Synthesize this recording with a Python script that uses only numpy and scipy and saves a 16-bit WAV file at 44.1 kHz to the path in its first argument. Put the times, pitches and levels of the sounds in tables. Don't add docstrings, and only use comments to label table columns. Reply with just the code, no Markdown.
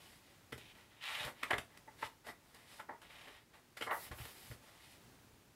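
import sys
import numpy as np
from scipy import signal
from scipy.fft import rfft, irfft, next_fast_len
from scipy.io import wavfile
from scipy.ndimage import uniform_filter1d

SR = 44100
rng = np.random.default_rng(int(sys.argv[2]) if len(sys.argv) > 2 else 0)


def store_wav(level_fs):
    pcm = np.round(np.clip(np.atleast_2d(level_fs), -1, 1) * 32767)
    wavfile.write(sys.argv[1], SR, pcm.T.astype(np.int16))


N = 244917

# start, length, rise and fall in seconds, then relative scrape, rustle and hiss levels in dB.
SLIDE_STROKES = [ (0.0, 0.24, 0.0018, 0.12, -67.5, -64, -67), (0.22, .28, 0.013, 0.28, -71.5, -68.5, -74),
                 (0.575, 0.17, 0.0088, 0.045, -63, -72, -75), (0.74, 0.18, 0.014, 0.15, -68, -63, -73.5),
                 (0.87, 0.19, 0.035, .03, -69.5, -67.5, -81), (0.995, 0.31, 0.052, 0.089, -47, -51, -61),
                 (1.115, 0.07, 0.036, 0.037, -43, -48.5, -65), (1.04, 0.28, 0.077, 0.036, -58, -46.5, -59),
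                 (1.33, 0.18, 0.094, .01, -61, -56, -70.5), (1.67, 0.14, 0.053, .05, -76, -63.5, -78),
                 (1.955, 0.13, .1, 0.025, -55, -52.5, -58.5), (2.235, 0.1, 0.048, .06, -60, -48.5, -58.5),
                 (2.38, 0.21, 0.11, .03, -83, -72, -76), (2.54, 0.22, 0.0048, 0.19, -69, -60, -70.5),
                 (2.63, 0.21, 0.086, 0.057, -65.5, -61.5, -64.5),
                 (3.015, 0.098, 0.0053, 0.075, -64, -60.5, -73), (3.06, 0.42, 0.059, 0.19, -62, -58.5, -70),
                 (3.525, .1, 0.019, 0.077, -69, -59, -72), (3.8, .12, 0.017, 0.073, -66, -66, -60),
                 (3.96, 0.14, .09, .02, -64, -59, -61.5), (4.14, 0.19, 0.079, 0.07, -59, -55.5, -62.5),
                 (4.26, 0.32, 0.045, 0.058, -67, -63.5, -64), (4.59, 0.26, 0.054, .1, -70.5, -64.5, -70),
                 (4.76, 0.25, 0.075, 0.093, -67.5, -65.5, -67.5)]
# start, length, rise and fall in seconds, relative level in dB.
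SKIM_STROKES = [(3.895, 0.18, .03, .025, -56), (4.1, 0.33, 0.086, 0.21, -60.5),
                (4.3, 0.25, 0.11, .04, -66.5)]
# time in seconds, lowest free mode in Hz.
PEEL_CURVE = [(.93, 59.4), (1.009, 890), (1.04, 1060), (1.08, 920), (1.19, 695), (1.25, 301), (1.33, 59.3)]
# peak time in seconds, relative crack, body and tick levels in dB,
# fade in seconds, crease ring in Hz.
SNAP_EVENTS = [(0.524, -47, -51.5, -55, 0.01, 3300), (0.529, -41, -41, -64, 0.0022, 2000),
               (0.58, -59, -54.5, -56.5, 0.0046, 2550), (1.251, -60, -59, -49, 0.0054, 2500),
               (1.4331, -31.5, -48.5, -45.5, 0.0043, 2070), (1.5094, -27.5, -32.5, -43.5, 0.0033, 1700),
               (1.5335, -27, -36, -64, 0.0018, 1920), (1.54, -35, -46, -51, 0.0034, 1610),
               (1.583, -36, -46.5, -45, 0.0045, 2600), (1.775, -53, -70, -56, .002, 4940),
               (2.028, -43.5, -51, -69, 0.0063, 2120), (2.269, -49.5, -51, -62, 0.0074, 840),
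               (2.547, -74, -61, -59, 0.0046, 1900), (2.799, -47.5, -76, -61, 0.0075, 1900),
               (3.018, -56.5, -64, -61.5, 0.0054, 2740), (3.7715, -47.5, -74, -53.5, 0.012, 2320),
               (3.812, -39.5, -41, -52, 0.0049, 3150), (3.824, -37, -65, -50.5, .007, 3170),
               (3.911, -39.5, -52, -69, 0.0046, 1960), (4.068, -55, -70, -69, .005, 900),
               (4.115, -49, -53.5, -60, 0.019, 1030), (4.187, -51.5, -60, -59, .0066, 2550),
               (4.254, -49.5, -53, -53, .0043, 2520), (4.513, -54.5, -54.5, -64, 0.011, 2000)]
# start in seconds, relative level in dB, fade in seconds,
# tilt towards higher modes in dB per octave.
BUMP_EVENTS = [(0.524, -53, 0.044, 0), (1.205, -56, .016, 5), (1.248, -48, 0.02, 7), (1.53, -46, 0.019, -5),
               (1.579, -51.5, 0.028, -4), (2.031, -60, 0.024, 4), (3.814, -64.5, 0.084, 3),
               (4.109, -47.5, 0.035, -9), (4.2, -47, 0.033, -1), (4.5, -47, 0.027, 3),
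               (5.329, -59, .011, -5)]
# peak time in seconds, relative flex and body levels in dB,
# fade in seconds, ring in Hz.
FLAP_EVENTS = [(1.279, -47, -45, 0.0066, 860), (1.514, -28, -40.5, 0.0043, 784),
               (1.880, -52, -58, 0.0099, 900), (2.03, -33.5, -61, 0.0037, 876),
               (2.291, -49.5, -54, 0.0098, 810), (2.8, -44, -78, 0.0054, 1450),
               (2.894, -44, -51.5, 0.023, 910), (3.273, -74, -56, 0.012, 686),
               (3.872, -39.5, -55, .012, 1070), (3.898, -39, -54.5, 0.015, 1030),
               (3.914, -33, -60, 0.013, 1030), (3.931, -36.5, -53.5, 0.013, 877),
               (3.968, -56, -55, 0.014, 850)]
# frequency in Hz, relative level in dB.
COVER_MODES = [(53, -9), (78, -1), (119, 3), (135, -8), (175, -26)]
# centre in Hz, width in Hz, lift in dB.
SHEET_RESONANCES = [(297, 120, 2.5), (426, 60, 2.5), (560, 190, -0.5), (884, 26.7, 2), (930, 48, 3),
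                    (1440, 14, 3), (1850, 80, 5.5), (1973, 80, 3.5)]
EDGE_RESONANCES = [(1876, 50, 6.2), (2430, 220, 2.8), (3030, 600, 5.8), (3444, 45, 4.1), (3370, 48, 2.5),
                   (3755, 73, 10.3), (5070, 180, 1.4)]
# frequency in Hz, relative spectral density in dB.
BACKGROUND_SPECTRUM = [(15, -45), (25, -9.5), (122, -3.5), (188, -9), (253, -7.5), (445, -12.5),
                       (1450, -17.5), (2170, -19), (2420, -20), (15500, -29.5)]
SCRAPE_SPECTRUM = [(500, -19), (1500, -8.5), (2400, 0.5), (3200, -3.5), (4000, -5), (4600, -12),
                   (6000, -17.5), (14000, -33)]
RUSTLE_SPECTRUM = [(80, 4.5), (250, -18), (550, -3), (900, -2.5), (1500, -5), (2100, -2.5), (2800, -19.5),
                   (5000, -42.5)]
HISS_SPECTRUM = [(1500, -20), (3500, 3.5), (5000, 5.5), (6200, -2.5), (7700, 0.5), (10500, 1),
                 (13500, -3.5), (15500, -15)]
SKIM_SPECTRUM = [(3000, -4.5), (7000, -8.5), (9000, -5), (10500, 0.5), (14000, -1), (15500, -7)]
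CRACK_SPECTRUM = [(150, -19), (500, -6), (1000, -2), (1700, 0), (2600, -3.5), (3600, -7.5), (4600, -23),
                  (8000, -37.5), (15000, -51)]
BODY_SPECTRUM = [(90, -36), (220, -7), (400, -3), (600, -1.5), (900, -21), (1800, -13.5), (5000, -70)]
FLEX_SPECTRUM = [(150, -40.5), (450, -8), (800, -2.5), (1100, -2.5), (1500, -5.5), (2100, -5),
                 (2600, -29.5), (4000, -34), (9000, -68)]
# delay in seconds, linear gain.
EARLY_ECHOES = [(.0036, .18), (.0066, 0.12), (.011, .1)]


def undb(db):
    return 10 ** (np.asarray(db) / 20)


def unit_rms(x):
    return x / np.sqrt(np.mean(x ** 2))


def add(track, start_s, sound):
    i = max(int(start_s * SR), 0)
    track[i:i + len(sound)] += sound[:max(N - i, 0)]


def colour(x, spectrum, resonances=()):
    size = 2 * next_fast_len(len(x) // 2 + 1024)
    hz = np.maximum(np.arange(size // 2 + 1) * SR / size, 1)
    corners_hz, levels_db = np.transpose(spectrum)
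    db = np.interp(np.log(hz), np.log(corners_hz), levels_db)
    for centre_hz, width_hz, lift_db in resonances:
        db = db + lift_db / (1 + (2 * (hz - centre_hz) / width_hz) ** 2)
    cepstrum = irfft(np.log(undb(db)))
    cepstrum[1:size // 2] *= 2
    cepstrum[size // 2 + 1:] = 0
    return irfft(rfft(x, size) * np.exp(rfft(cepstrum)))[:len(x)]


def wander(rate_hz):
    hold = max(int(SR / rate_hz), 1)
    steps = np.repeat(rng.standard_normal(N // hold + 1), hold)
    return unit_rms(uniform_filter1d(steps, hold)[:N])


def background(level_db=-65, wander_db=1.65):
    noise = unit_rms(colour(rng.standard_normal(N), BACKGROUND_SPECTRUM))
    return noise * undb(level_db + wander_db * wander(rate_hz=4.27))


def slips(size, rate_hz, spread_db):
    happens = rng.random(size) < rate_hz / SR
    return happens * rng.standard_normal(size) * undb(spread_db * rng.standard_normal(size))


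def stroke_gains(strokes):
    t, power = np.arange(N) / SR, 0
    for start_s, length_s, rise_s, fall_s, *levels_db in strokes:
        speeding = np.clip((t - start_s) / rise_s, 0, 1)
        slowing = np.clip((start_s + length_s - t) / fall_s, 0, 1)
        speed = np.sin(np.pi / 2 * speeding * slowing) ** 2
        power = power + np.outer(undb(levels_db), speed) ** 2
    return np.sqrt(power)


def peel_high_pass(x, mode_ratio, damping):
    hz, t, frames = signal.stft(x, SR, nperseg=256)
    corner_hz = mode_ratio * np.interp(t, *np.transpose(PEEL_CURVE))
    s = 1j * hz[:, None] / corner_hz
    return signal.istft(frames * s ** 2 / (s ** 2 + damping * s + 1), SR)[1][:N]


def sliding():
    scrape_gain, rustle_gain, hiss_gain = stroke_gains(SLIDE_STROKES)
    skim_gain, = stroke_gains(SKIM_STROKES)
    grip_db = 1.45 * wander(rate_hz=110)
    edge = unit_rms(colour(slips(N, rate_hz=3000, spread_db=1), SCRAPE_SPECTRUM, EDGE_RESONANCES))
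    edge = peel_high_pass(edge * undb(grip_db - 1.5), mode_ratio=2.3, damping=1)
    sheet = unit_rms(colour(slips(N, rate_hz=3500, spread_db=0.5), RUSTLE_SPECTRUM, SHEET_RESONANCES))
    sheet = peel_high_pass(sheet * undb(grip_db - 4), mode_ratio=1, damping=0.9)
    face = unit_rms(colour(slips(N, rate_hz=28000, spread_db=1.5), HISS_SPECTRUM))
    face *= undb(0.5 * grip_db - 1.5)
    skim = unit_rms(colour(rng.standard_normal(N), SKIM_SPECTRUM))
    return scrape_gain * edge + rustle_gain * sheet + hiss_gain * face + skim_gain * skim


def surge(peak_s, swell_s, fade_s, lead_s=0.05):
    t = np.arange(SR // 4) / SR - lead_s
    envelope = np.minimum(1 + t / lead_s, 1) * np.exp(np.minimum(t / swell_s, -t / fade_s))
    return peak_s - lead_s, envelope


def burst(envelope, spectrum, resonances=()):
    clicks = envelope * slips(len(envelope), rate_hz=14000, spread_db=0.5)
    return unit_rms(colour(clicks, spectrum, resonances)) * np.sqrt(np.mean(envelope ** 2))


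def snaps(swell_s=0.0017, ring_width_hz=520, ring_db=7):
    out = np.zeros(N)
    for peak_s, crack_db, body_db, tick_db, fade_s, ring_hz in SNAP_EVENTS:
        start_s, envelope = surge(peak_s, swell_s, fade_s)
        crease = [(ring_hz, ring_width_hz, ring_db)]
        add(out, start_s, undb(crack_db) * burst(envelope, CRACK_SPECTRUM, crease))
        add(out, start_s, undb(body_db) * burst(envelope, BODY_SPECTRUM, SHEET_RESONANCES))
        add(out, start_s, undb(tick_db) * burst(envelope, HISS_SPECTRUM))
    return out


def cover_bumps(attack_s=0.0026, detune=0.06, gain_db=2):
    out, t = np.zeros(N), np.arange(SR // 3) / SR
    mode_hz, mode_db = np.transpose(COVER_MODES)
    for start_s, level_db, fade_s, tilt_db_per_octave in BUMP_EVENTS:
        scatter = rng.standard_normal(len(COVER_MODES))
        phases = 2 * np.pi * np.outer(mode_hz * (1 + detune * scatter), t) + 2 * scatter[:, None]
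        weights = undb(mode_db + tilt_db_per_octave * np.log2(mode_hz / mode_hz[0]))
        envelope = np.minimum(t / attack_s, 1) * np.exp(-t / fade_s)
        ring = unit_rms(weights @ np.sin(phases) * envelope) * np.sqrt(np.mean(envelope ** 2))
        add(out, start_s, undb(level_db + gain_db) * ring)
    return out


def flaps(swell_s=0.0042, ring_width_hz=170, ring_db=8):
    out = np.zeros(N)
    for peak_s, flex_db, body_db, fade_s, ring_hz in FLAP_EVENTS:
        start_s, envelope = surge(peak_s, swell_s, fade_s)
        resonances = [*SHEET_RESONANCES, (ring_hz, ring_width_hz, ring_db)]
        add(out, start_s, undb(flex_db) * burst(envelope, FLEX_SPECTRUM, resonances))
        add(out, start_s, undb(body_db) * burst(envelope, BODY_SPECTRUM, SHEET_RESONANCES))
    return out


def room(x, t60_s=0.2, wet_db=-5, gap_s=0.0037):
    t = np.arange(SR // 2) / SR
    envelope = np.clip(t / gap_s - 1, 0, 1) * undb(-60 * t / t60_s)
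    tail = rng.standard_normal(len(t)) * envelope
    tail_spectrum = [(100, 0.5), (500, 1.5), (3000, -2), (13000, 3)]
    response = colour(tail / np.linalg.norm(tail), tail_spectrum) * undb(wet_db)
    response[0] += 1
    for delay_s, gain in EARLY_ECHOES:
        response[int(delay_s * SR)] += gain
    return signal.fftconvolve(x, response)[:N]


def scene():
    paper = room(sliding() + snaps() + flaps()) * undb(0.5)
    mono = paper + cover_bumps() + background()
    return np.array([mono, mono])


def record(dry, low_cut_hz=36, high_cut_hz=15700):
    high_pass = signal.butter(2, low_cut_hz, "high", fs=SR, output="sos")
    low_pass = signal.ellip(10, 0.2, 70, high_cut_hz, fs=SR, output="sos")
    return signal.sosfilt(low_pass, signal.sosfilt(high_pass, dry))


dry = scene()
out = record(dry)
store_wav(out)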